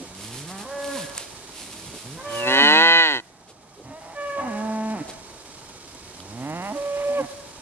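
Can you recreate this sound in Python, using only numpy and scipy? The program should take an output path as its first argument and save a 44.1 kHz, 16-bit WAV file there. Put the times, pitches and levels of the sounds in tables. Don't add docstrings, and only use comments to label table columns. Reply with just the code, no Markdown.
import sys
import numpy as np
from scipy import signal
from scipy.fft import rfft, irfft, next_fast_len
from scipy.io import wavfile
from scipy.ndimage import uniform_filter1d, minimum_filter1d

SR = 44100
rng = np.random.default_rng(int(sys.argv[2]) if len(sys.argv) > 2 else 0)


def put_to_file(sound):
    columns = np.atleast_2d(sound).T
    safe = np.clip(columns, -1, 1)
    whole_steps = np.round(safe * 32767)
    wavfile.write(sys.argv[1], SR, whole_steps.astype(np.int16))


N = 335975
TIME = np.arange(N) / SR
TREBLE_LIMIT_HZ = 14250

# (time [s], hum [dB], tone [dB], edge [dB])
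CLOSE_CALL = [(2.2, -58, -53, -53), (2.33, -41, -42.5, -53), (2.455, -35.5, -35, -38),
              (2.475, -29, -27, -26), (2.6, -26.5, -22.5, -16), (2.78, -23, -13, -11),
              (2.88, -28.5, -12, -7.5), (3.0, -26.5, -11.5, -4), (3.165, -24.5, -22, -15),
              (3.21, -37, -34, -29.5)]
# (frequency [Hz], level [dB])
GRASS_SPECTRUM = [(710, -27), (1200, -10), (1550, -8.5), (2160, -1.5), (2690, -0.5), (4060, 0.5),
                  (6270, -2.5), (8920, -0.5), (10100, -0.5), (13100, -14.5), (14200, -15)]


def amp(db):
    return 10 ** (np.asarray(db) / 20)


def unit(x):
    return x / np.sqrt(np.mean(x ** 2) + 1e-20)


def follow(rows):
    times, *columns = np.transpose(rows)
    t = np.arange(times[0], times[-1], 1 / SR)
    return t, [np.interp(t, times, column) for column in columns]


def placed(start_s, sound):
    return np.interp(np.arange(N) - round(start_s * SR), np.arange(len(sound)), sound, 0, 0)


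def envelope(t, length, attack_s, release_s):
    return np.clip(t / attack_s, 0, 1) * np.clip((length - t) / release_s, 0, 1)


def wander(size, hz):
    padded = next_fast_len(size + SR)
    f = np.fft.rfftfreq(padded, 1 / SR)
    return unit(irfft(rfft(rng.standard_normal(padded)) * np.exp(-(f / hz) ** 2)))[:size]


def colour(x, spectrum):
    hz, db = np.transpose(spectrum)
    bins_hz = abs(np.fft.fftfreq(2048, 1 / SR))
    log_gain = np.log(amp(np.interp(np.log(bins_hz + 1), np.log(hz + 1), db)))
    ringing = np.fft.ifft(np.exp(np.conj(signal.hilbert(log_gain)))).real
    return signal.oaconvolve(x, ringing)[:len(x)]


def noise(spectrum, size=N):
    return unit(colour(rng.standard_normal(size), spectrum))


def lowpass(x, hz):
    return signal.sosfiltfilt(signal.butter(5, hz, fs=SR, output="sos"), x)


def stereo(x, lead_ms, tilt_db=-2.0):
    size = next_fast_len(N + 64)
    hz = np.fft.rfftfreq(size, 1 / SR)
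    left = amp(tilt_db / 2) * np.exp(1j * np.pi * hz * lead_ms / 1000)
    return irfft(rfft(x, size) * np.array([left, 1 / left]), size)[:, :N]


def meadow(murmur_db=-48, hiss_db=-50, throb_db=2):
    # (frequency [Hz], level [dB])
    murmur_spectrum = [(15, -29), (25, -5), (129, -3.5), (216, -6), (248, -4), (378, -2.5), (525, -8),
                       (624, -5), (787, -11), (883, -3.5), (1050, -10), (1130, -12.5), (1490, -17.5),
                       (2500, -18.5), (3250, -43), (5500, -120)]
    hiss_spectrum = [(710, -33.5), (1200, 3.5), (1490, -3.5), (1550, -2), (1890, -4.5), (2050, -9.5),
                     (2230, 2), (2420, -5), (3310, 0.5), (3480, -2.5), (3780, 1.5), (5660, 0.5),
                     (8560, -2.5), (11400, -15), (14200, -28)]
    # (frequency [Hz], width [Hz], level [dB])
    insects = [(3824, 160, -66), (5350, 580, -62.5), (6150, 300, -60.5)]
    murmur = stereo(noise(murmur_spectrum), lead_ms=0)
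    murmur += amp(-11) * np.array([noise(murmur_spectrum), noise(murmur_spectrum)])
    hiss = stereo(noise(hiss_spectrum), lead_ms=-0.081, tilt_db=-6)
    hiss += amp(-2) * np.array([noise(hiss_spectrum), noise(hiss_spectrum)])
    song = 0
    for hz, width, db in insects:
        band = [(hz - 2 * width, -40), (hz - width / 2, -3), (hz, 0),
                (hz + width / 2, -3), (hz + 2 * width, -40)]
        song += amp(db + throb_db * wander(N, 32)) * noise(band)
    murmur *= amp(murmur_db + 1.3 * wander(N, 21))
    hiss *= amp(hiss_db + 1.3 * wander(N, 65))
    return murmur + hiss + stereo(song, lead_ms=-0.056)


def rustle(grains_per_s=1200, crackle_db=-2):
    grains = rng.standard_normal(N) * (rng.random(N) < grains_per_s / SR)
    grains *= amp(2.5 * np.minimum(rng.exponential(1, N), 5))
    return unit(colour(rng.standard_normal(N) + amp(crackle_db) * unit(grains), GRASS_SPECTRUM))


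def grass(gain_db=2.5, flicker_db=2.5, spread_db=-4):
    # (start [s], length [s], level [dB])
    strides = [(.17, 0.34, -45), (0.468, 0.07, -31), (0.563, 0.17, -44.5), (.8, .48, -46.5),
               (1.12, 0.14, -44), (1.28, 0.075, -38), (1.516, 0.4, -49), (1.91, 0.17, -45.5),
               (2.27, 0.29, -48)]
    # (time [s], level [dB])
    stirring = [(0, -52), (2.4, -50), (3.4, -59), (5.8, -63.5), (7, -52.5), (7.62, -62)]
    swish = stereo(rustle(), lead_ms=0.027, tilt_db=-4)
    swish += amp(spread_db) * np.array([rustle(), rustle()])
    stride_power = sum((amp(db) * envelope(TIME - start, length, attack_s=0.052, release_s=0.11)) ** 2
                       for start, length, db in strides)
    stir_power = amp(np.interp(TIME, *np.transpose(stirring))) ** 2
    return swish * amp(gain_db + flicker_db * wander(N, 8.8)) * np.sqrt(stride_power + stir_power)


def snaps():
    # (time [s], peak level [dB], brightest frequency [Hz])
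    stalks = [(.331, -34, 8500), (.583, -26, 8500), (1.151, -24, 5000), (1.179, -11, 8300),
              (5.93, -35, 8500), (5.949, -29.5, 8800), (6.203, -26, 3500), (6.5, -30, 11000)]
    t, out = np.arange(900) / SR, 0
    for start, db, hz in stalks:
        burst = (np.exp(-t / .0006) + .1 * np.exp(-t / .004)) * rng.standard_normal(len(t))
        crack = colour(burst, [(200, -18), (hz / 5, -3), (hz * 0.72, -1), (hz, 9), (hz * 1.55, -7)])
        out += placed(start, amp(db) * crack / abs(crack).max())
    return stereo(out, lead_ms=0.033)


def grunt_and_hooves():
    # (start [s], length [s], low noise level [dB], its frequency [Hz], crunch level [dB])
    bursts = [(-.03, 0.099, -37.5, 327, -65), (1.105, 0.2, -49, 614, -39.5),
              (1.849, 0.075, -39.5, 137, -52), (1.902, .1, -40, 308, -49), (3.458, 0.084, -44, 397, -39.5),
              (3.751, 0.095, -35.5, 404, -51), (5.064, 0.072, -41.5, 540, -39),
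              (5.978, 0.11, -52, 80.4, -101)]
    out = 0
    for start, length, low_db, hz, crunch_db in bursts:
        swell = np.hanning(int(length * SR))
        low = noise([(hz / 4, -22), (hz, 0), (hz * 2, -16), (hz * 8, -50)], len(swell))
        crunch = noise(GRASS_SPECTRUM, len(swell))
        out += placed(start, swell * (amp(low_db) * low + amp(crunch_db) * crunch))
    return stereo(out, lead_ms=0.042)


def scatter(x, patterns):
    return np.array([signal.oaconvolve(x, echoes / np.linalg.norm(echoes))[:N] for echoes in patterns])


def tree_line(x, fade_s=0.97, echoes_per_s=2000):
    t = np.arange(SR) / SR
    echoes = rng.choice([-1., 1.], (2, SR)) * (rng.random((2, SR)) < echoes_per_s / SR)
    swell_and_fade = (1 - np.exp(-t / 0.065)) * amp(-60 * t / fade_s)
    dull = colour(x, [(100, -5.5), (300, -6), (600, 4), (1000, 3), (1600, 10.5),
                      (2500, -0.5), (6000, -47)])
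    tail = scatter(dull, echoes * swell_and_fade)
    return tail + amp(-5) * placed(.12, dull) + amp(-8) * placed(.21, dull)


def nearby_echoes(x, scatter_db=-13, decay_s=.004):
    t = np.arange(1500) / SR
    echoes = rng.standard_normal((2, len(t))) * np.exp(-t / decay_s)
    treble = x - lowpass(x, 1800)
    return amp(scatter_db) * scatter(treble, echoes)


def flank_bounce(x, first_ms=1.18, last_ms=2.254, bounce_db=-6):
    delay_s = np.interp(TIME, [CLOSE_CALL[0][0], CLOSE_CALL[-1][0]], [first_ms, last_ms]) / 1000
    treble = x - lowpass(x, 2300)
    return amp(bounce_db) * np.interp(TIME - delay_s, TIME, treble)


def voice(hz, band_db, throat, air, jitter, shimmer):
    size = len(hz)
    octaves_per_s = uniform_filter1d(abs(np.gradient(np.log2(hz))) * SR, 900)
    leap = np.clip(octaves_per_s - 1, 0, 5)
    hz = hz * (1 + jitter * (1 + leap / 2) * wander(size, 65))
    cycles = np.cumsum(hz) / SR
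    folds = sum(np.cos(2 * np.pi * k * cycles) * (k * hz < TREBLE_LIMIT_HZ)
                for k in range(1, int(TREBLE_LIMIT_HZ / hz.min())))
    folds *= 1 + shimmer * wander(size, 49)
    puffs = (0.9 + np.exp(-(cycles % 1) / 2.7)) * rng.standard_normal(size)
    air_share = np.clip(air + .03 * leap, 0, .8)
    sound = colour((1 - air_share) * unit(folds) + air_share * unit(puffs), throat)
    hum, below_edge = lowpass(sound, 473), lowpass(sound, 1247)
    tone, edge = below_edge - hum, sound - below_edge
    out = 0
    for band, db in zip((hum, tone, edge), band_db):
        power = uniform_filter1d(uniform_filter1d(band ** 2, 1100), 1100)
        out += amp(db) * band / np.sqrt(abs(power) + 1e-12)
    return out * signal.windows.tukey(size, min(1, 0.014 * SR / size))


def short_call(start, length, first_hz, last_hz, hum_db, tone_db, edge_db, air, throat):
    t = np.arange(0, length, 1 / SR)
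    hz = np.geomspace(first_hz, last_hz, len(t))
    sound = voice(hz, (hum_db, tone_db, edge_db), throat, air, jitter=0.009, shimmer=0.11)
    return placed(start, sound * envelope(t, length, attack_s=0.026, release_s=0.026))


def squeal(start, length, pitch_hz, slide, drop_hz, flare_db, first_db, last_db, break_s=0.0584):
    t = np.arange(0, length, 1 / SR)
    size = len(t)
    breaking = np.clip(1 - (length - t) / break_s, 0, 1)
    hz = pitch_hz + slide * t - drop_hz * breaking ** 2
    phase = 2 * np.pi * np.cumsum(hz * (1 + 0.0045 * wander(size, 55))) / SR
    first, second, third = np.linspace(first_db, last_db, size).T
    flare = flare_db * np.sin(np.pi * breaking)
    harmonic_db = [first, second + flare] + [third + flare / 2 - 7 * k for k in range(4)]
    tone = sum(amp(db + 1.6 * min(k / 2, 1) * wander(size, 13)) * np.sin(k * phase)
               for k, db in enumerate(harmonic_db, 1))
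    rasp = 1 + 0.057 * (wander(size, 190) * np.cos(phase / 3) + wander(size, 500) / 2)
    air = noise([(300, -43), (900, 4), (1500, -26), (2400, 8), (3000, -3),
                 (4000, -16), (8000, -37)], size)
    sound = np.sqrt(2) * tone * rasp + amp(first - 25) * air * (1 + np.cos(phase))
    return placed(start, sound * envelope(t, length, attack_s=0.039, release_s=0.024))


def moo(rows, throat, air, jitter, shimmer=0.1, gain_db=0, ease_s=0.026):
    t, (hz, *band_db) = follow(rows)
    hz = uniform_filter1d(hz, int(ease_s * SR), mode="nearest")
    return placed(t[0], amp(gain_db) * voice(hz, band_db, throat, air, jitter, shimmer))


def far_cattle():
    # (time [s], pitch [Hz], hum [dB], tone [dB], edge [dB])
    opening_rise = [(.05, 88.1, -45, -69, -58), (.19, 96.7, -42, -63, -61), (.304, 114.3, -38.5, -51, -53),
                    (.43, 145.2, -37, -69, -56), (.505, 185.6, -37, -40, -44.5),
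                    (.62, 204.1, -37, -43, -49), (.67, 249, -45, -44, -54)]
    opening_moo = [(.645, 254.6, -44, -42.5, -71), (.72, 281.7, -57.5, -33, -43),
                   (.876, 281.8, -40, -29, -43.5), (.96, 275.8, -34.5, -36.5, -43),
                   (1.005, 183.3, -40, -44, -49), (1.06, 125.5, -35.5, -64, -52)]
    hum_after_squeal = [(2.57, 271, -53, -30, -63), (2.63, 233, -27.5, -39, -49),
                        (2.7, 199.3, -32, -54, -52), (2.83, 220, -31, -30, -50),
                        (2.95, 197.2, -36.5, -41, -53), (3.0, 133.3, -28.5, -46, -55)]
    held_moo = [(4.39, 263.6, -44, -39, -47), (4.476, 249, -26.5, -35, -49), (4.515, 206.2, -31, -39, -44),
                (4.64, 218.3, -26.5, -30.5, -49), (4.94, 218.3, -26, -31.5, -45),
                (4.995, 158.6, -36, -37.5, -45), (5.016, 144, -23.5, -58, -46), (5.04, 138, -44, -55, -60)]
    hoarse_moo = [(6.12, 78.8, -62, -56, -58), (6.2, 89.65, -43, -52, -65), (6.295, 100.5, -39, -50, -58),
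                  (6.436, 136.4, -27.5, -38.5, -40.5), (6.514, 156.8, -28.5, -32.5, -36.5),
                  (6.592, 177.6, -31, -34, -35.5), (6.68, 202, -36, -30, -33),
                  (6.73, 221.3, -27, -25.5, -48)]
    # (frequency [Hz], level [dB])
    shut_throat = [(55, -22), (95, 0.5), (185, 4), (280, -4), (400, -6), (600, -4), (790, 4.5), (1000, -4),
                   (1180, 0.5), (1400, -9.5), (1650, -6.5), (2500, -20), (6000, -41)]
    open_throat = [(70, -13), (180, 6.5), (290, 0.5), (420, -11), (565, 1), (850, -16), (980, 4),
                   (1120, -13), (1400, -17.5), (1700, -9.5), (2100, -26), (3200, -32), (6000, -56)]
    held_throat = [(60, -41), (130, -19), (220, -2), (300, -6.5), (440, -17.5), (650, -2.5), (880, -1),
                   (1100, -11.5), (1320, -10), (1700, -6.5), (2200, -9.5), (2900, -13), (3600, -36),
                   (7000, -58)]
    hoarse_throat = [(45, -73), (90, 17.5), (150, 8), (280, 15.5), (410, -6), (620, 19.5), (850, 20),
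                     (1150, -1.5), (1550, -17.5), (2050, -11.5), (2450, -23), (2850, -16.5), (3600, -54),
                     (7000, -48)]
    # (caller, start [s], length [s], first pitch [Hz], # last pitch [Hz], hum
    # [dB], tone [dB], edge [dB], air [0-1])
    grunts = [("behind", 1.6, 0.285, 250, 350, -49, -58, -75, 0.52),
              ("behind", 2.035, .155, 106, 186, -40, -58, -61, .07),
              ("behind", 2.165, .075, 495, 545, -65, -41.5, -48, 0.18),
              ("behind", 3.2, 0.57, 690, 590, -48, -49, -61, 0.68),
              ("middle", 3.83, 0.12, 124, 148, -35.5, -45, -47, 0.46),
              ("middle", 3.89, 0.1195, 300, 328, -56, -37, -47, .1),
              ("middle", 3.99, .18, 160, 168, -55, -41, -48, 0.49),
              ("middle", 4.36, 0.14, 340, 245, -42, -37, -44.5, 0.46),
              ("last", 6.705, 0.084, 268, 310, -35, -46, -47, 0.18),
              ("last", 6.95, 0.11, 286, 310, -60, -51, -45.5, 0.85),
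              ("last", 7.08, 0.2, 255, 240, -45, -45, -61, 0.34),
              ("last", 7.18, .05, 300, 265, -31, -36, -48, .15),
              ("last", 7.205, 0.063, 160, 128, -35.5, -47, -45, 0.23)]
    # (caller, start [s], length [s], pitch [Hz], slide [Hz/s], final drop [Hz],
    # final flare [dB], first three harmonics at the start [dB], the same at the end [dB])
    squeals = [("behind", 2.225, 0.4, 583, -39.5, -36, 4.3, (-34, -38.5, -49), (-28, -36, -34)),
               ("middle", 4.145, 0.285, 583, -87, 2.2, 1.3, (-30.5, -38, -35.5), (-30, -32, -43)),
               ("middle", 4.45, .18, 559, 35, 0, 0, (-32, -46, -55), (-41, -51, -45)),
               ("last", 6.735, .49, 569, 10.3, 73, 15.3, (-30, -41.5, -56), (-22, -45.5, -47.5))]
    calls = {"opening": moo(opening_rise, shut_throat, air=0.066, jitter=0.0073, gain_db=-3.5)
                        + moo(opening_moo, open_throat, air=0.09, jitter=0.0039, gain_db=-1),
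             "behind": moo(hum_after_squeal, held_throat, air=0.06, jitter=0.0028),
             "middle": moo(held_moo, held_throat, air=0.15, jitter=0.0048, shimmer=.037, gain_db=-2.5),
             "last": moo(hoarse_moo, hoarse_throat, air=0.09, jitter=0.007, gain_db=-5)}
    for caller, *row in grunts:
        calls[caller] += short_call(*row, shut_throat if caller == "behind" else hoarse_throat)
    for caller, *row in squeals:
        calls[caller] += squeal(*row)
    return calls


def overtone(call, width_hz=130):
    # (time [s], frequency [Hz], level [dB])
    whistle_path = [(2.26, 3190, -52), (2.38, 2890, -37), (2.46, 2620, -29.5), (2.54, 2930, -30),
                    (2.68, 2950, -26), (2.73, 2550, -25), (2.79, 2524, -17.5), (2.84, 2400, -29)]
    t, (hz, db) = follow(whistle_path)
    part = call[round(t[0] * SR):][:len(t)]
    shift = np.exp(2j * np.pi * np.cumsum(hz) / SR)
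    decay = np.exp(-np.pi * width_hz / SR)
    ring = signal.lfilter([(1 - decay) ** 2], [1, -2 * decay, decay * decay], part / shift)
    ring /= np.sqrt(uniform_filter1d(abs(ring) ** 2, 2200) + 1e-14)
    whistle = np.sqrt(2) * (ring * shift).real
    return placed(t[0], amp(db) * whistle * signal.windows.tukey(len(t), .1))


def close_moo(start_hz=102.8, top_hz=165.9, end_hz=101.8, octaves_per_s=1.09, drop_s=.23, ease_s=.07):
    # (frequency [Hz], level [dB])
    throat = [(50, -65), (112, -4), (140, -28), (168, -21), (300, 0.5), (650, -17), (950, -5.5),
              (1150, -16.5), (1310, -21), (1480, 4.5), (1680, -5.5), (1980, 14), (2250, -19), (2500, 4),
              (2750, -6.5), (3050, 5.5), (3400, -6), (4000, 3.5), (4400, -3), (4900, -14.5), (5700, -27.5),
              (6700, -21.5), (8200, -34.5), (11000, -44), (15000, -83)]
    t, band_db = follow(CLOSE_CALL)
    climb = np.minimum(start_hz * 2 ** (octaves_per_s * (t - t[0])), top_hz)
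    drop = np.clip(1 - (t[-1] - t) / drop_s, 0, 1) ** 2
    hz = uniform_filter1d(climb, int(ease_s * SR), mode="nearest") - (top_hz - end_hz) * drop
    call = amp(-1) * voice(hz, band_db, throat, air=.05, jitter=.0012, shimmer=0.05)
    cycles = np.cumsum(hz) / SR
    puffs = (0.9 + np.exp(-(cycles % 1) / 0.51)) * rng.standard_normal(len(t))
    rasp = unit(colour(puffs, [(1500, -23), (3000, -7), (4200, 1), (5600, -0.5), (8500, -10),
                               (11400, -16), (14200, -44)]))
    return placed(t[0], call + amp(band_db[0] - 11) * rasp)


def herd():
    places = {"opening": (0.018, -1.8, -10.5), "behind": (-.03, -2, -9), "close": (0.12, -1.1, -44),
              "middle": (-0.069, -1.9, -13.5), "last": (-.11, -3.0, -20)}
    close = close_moo()
    calls = far_cattle()
    calls["close"] = close + overtone(close) + flank_bounce(close)
    direct, to_trees = 0, 0
    for caller, (lead_ms, tilt_db, echo_db) in places.items():
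        direct += stereo(calls[caller], lead_ms, tilt_db)
        to_trees += amp(echo_db) * calls[caller]
    return direct + nearby_echoes(calls["close"]) + tree_line(to_trees)


def gain_control(x, limit_db=-13.5, hold_s=0.6, recover_db_per_s=12):
    power_db = 10 * np.log10(abs(uniform_filter1d((x ** 2).mean(0), size=1800)) + 1e-12)
    wanted_gain_db = np.minimum(limit_db - power_db, 0)
    hold = int(hold_s * SR)
    held_cut_db = -minimum_filter1d(wanted_gain_db, hold, origin=(hold - 1) // 2)
    recovery_db = recover_db_per_s * TIME
    cut_db = np.maximum.accumulate(held_cut_db + recovery_db) - recovery_db
    return x / amp(uniform_filter1d(cut_db, size=400))


def scene():
    return herd() + grass() + snaps() + grunt_and_hooves() + meadow()


def record(dry):
    ducked = gain_control(dry)
    knee, headroom = .7, .22
    below = np.clip(ducked, -knee, knee)
    rounded = below + headroom * np.tanh((ducked - below) / headroom)
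    treble_cut = signal.firwin(511, TREBLE_LIMIT_HZ, window=("kaiser", 9), fs=SR)
    return signal.oaconvolve(rounded, treble_cut[None], "same")


dry = scene()
out = record(dry)
put_to_file(out)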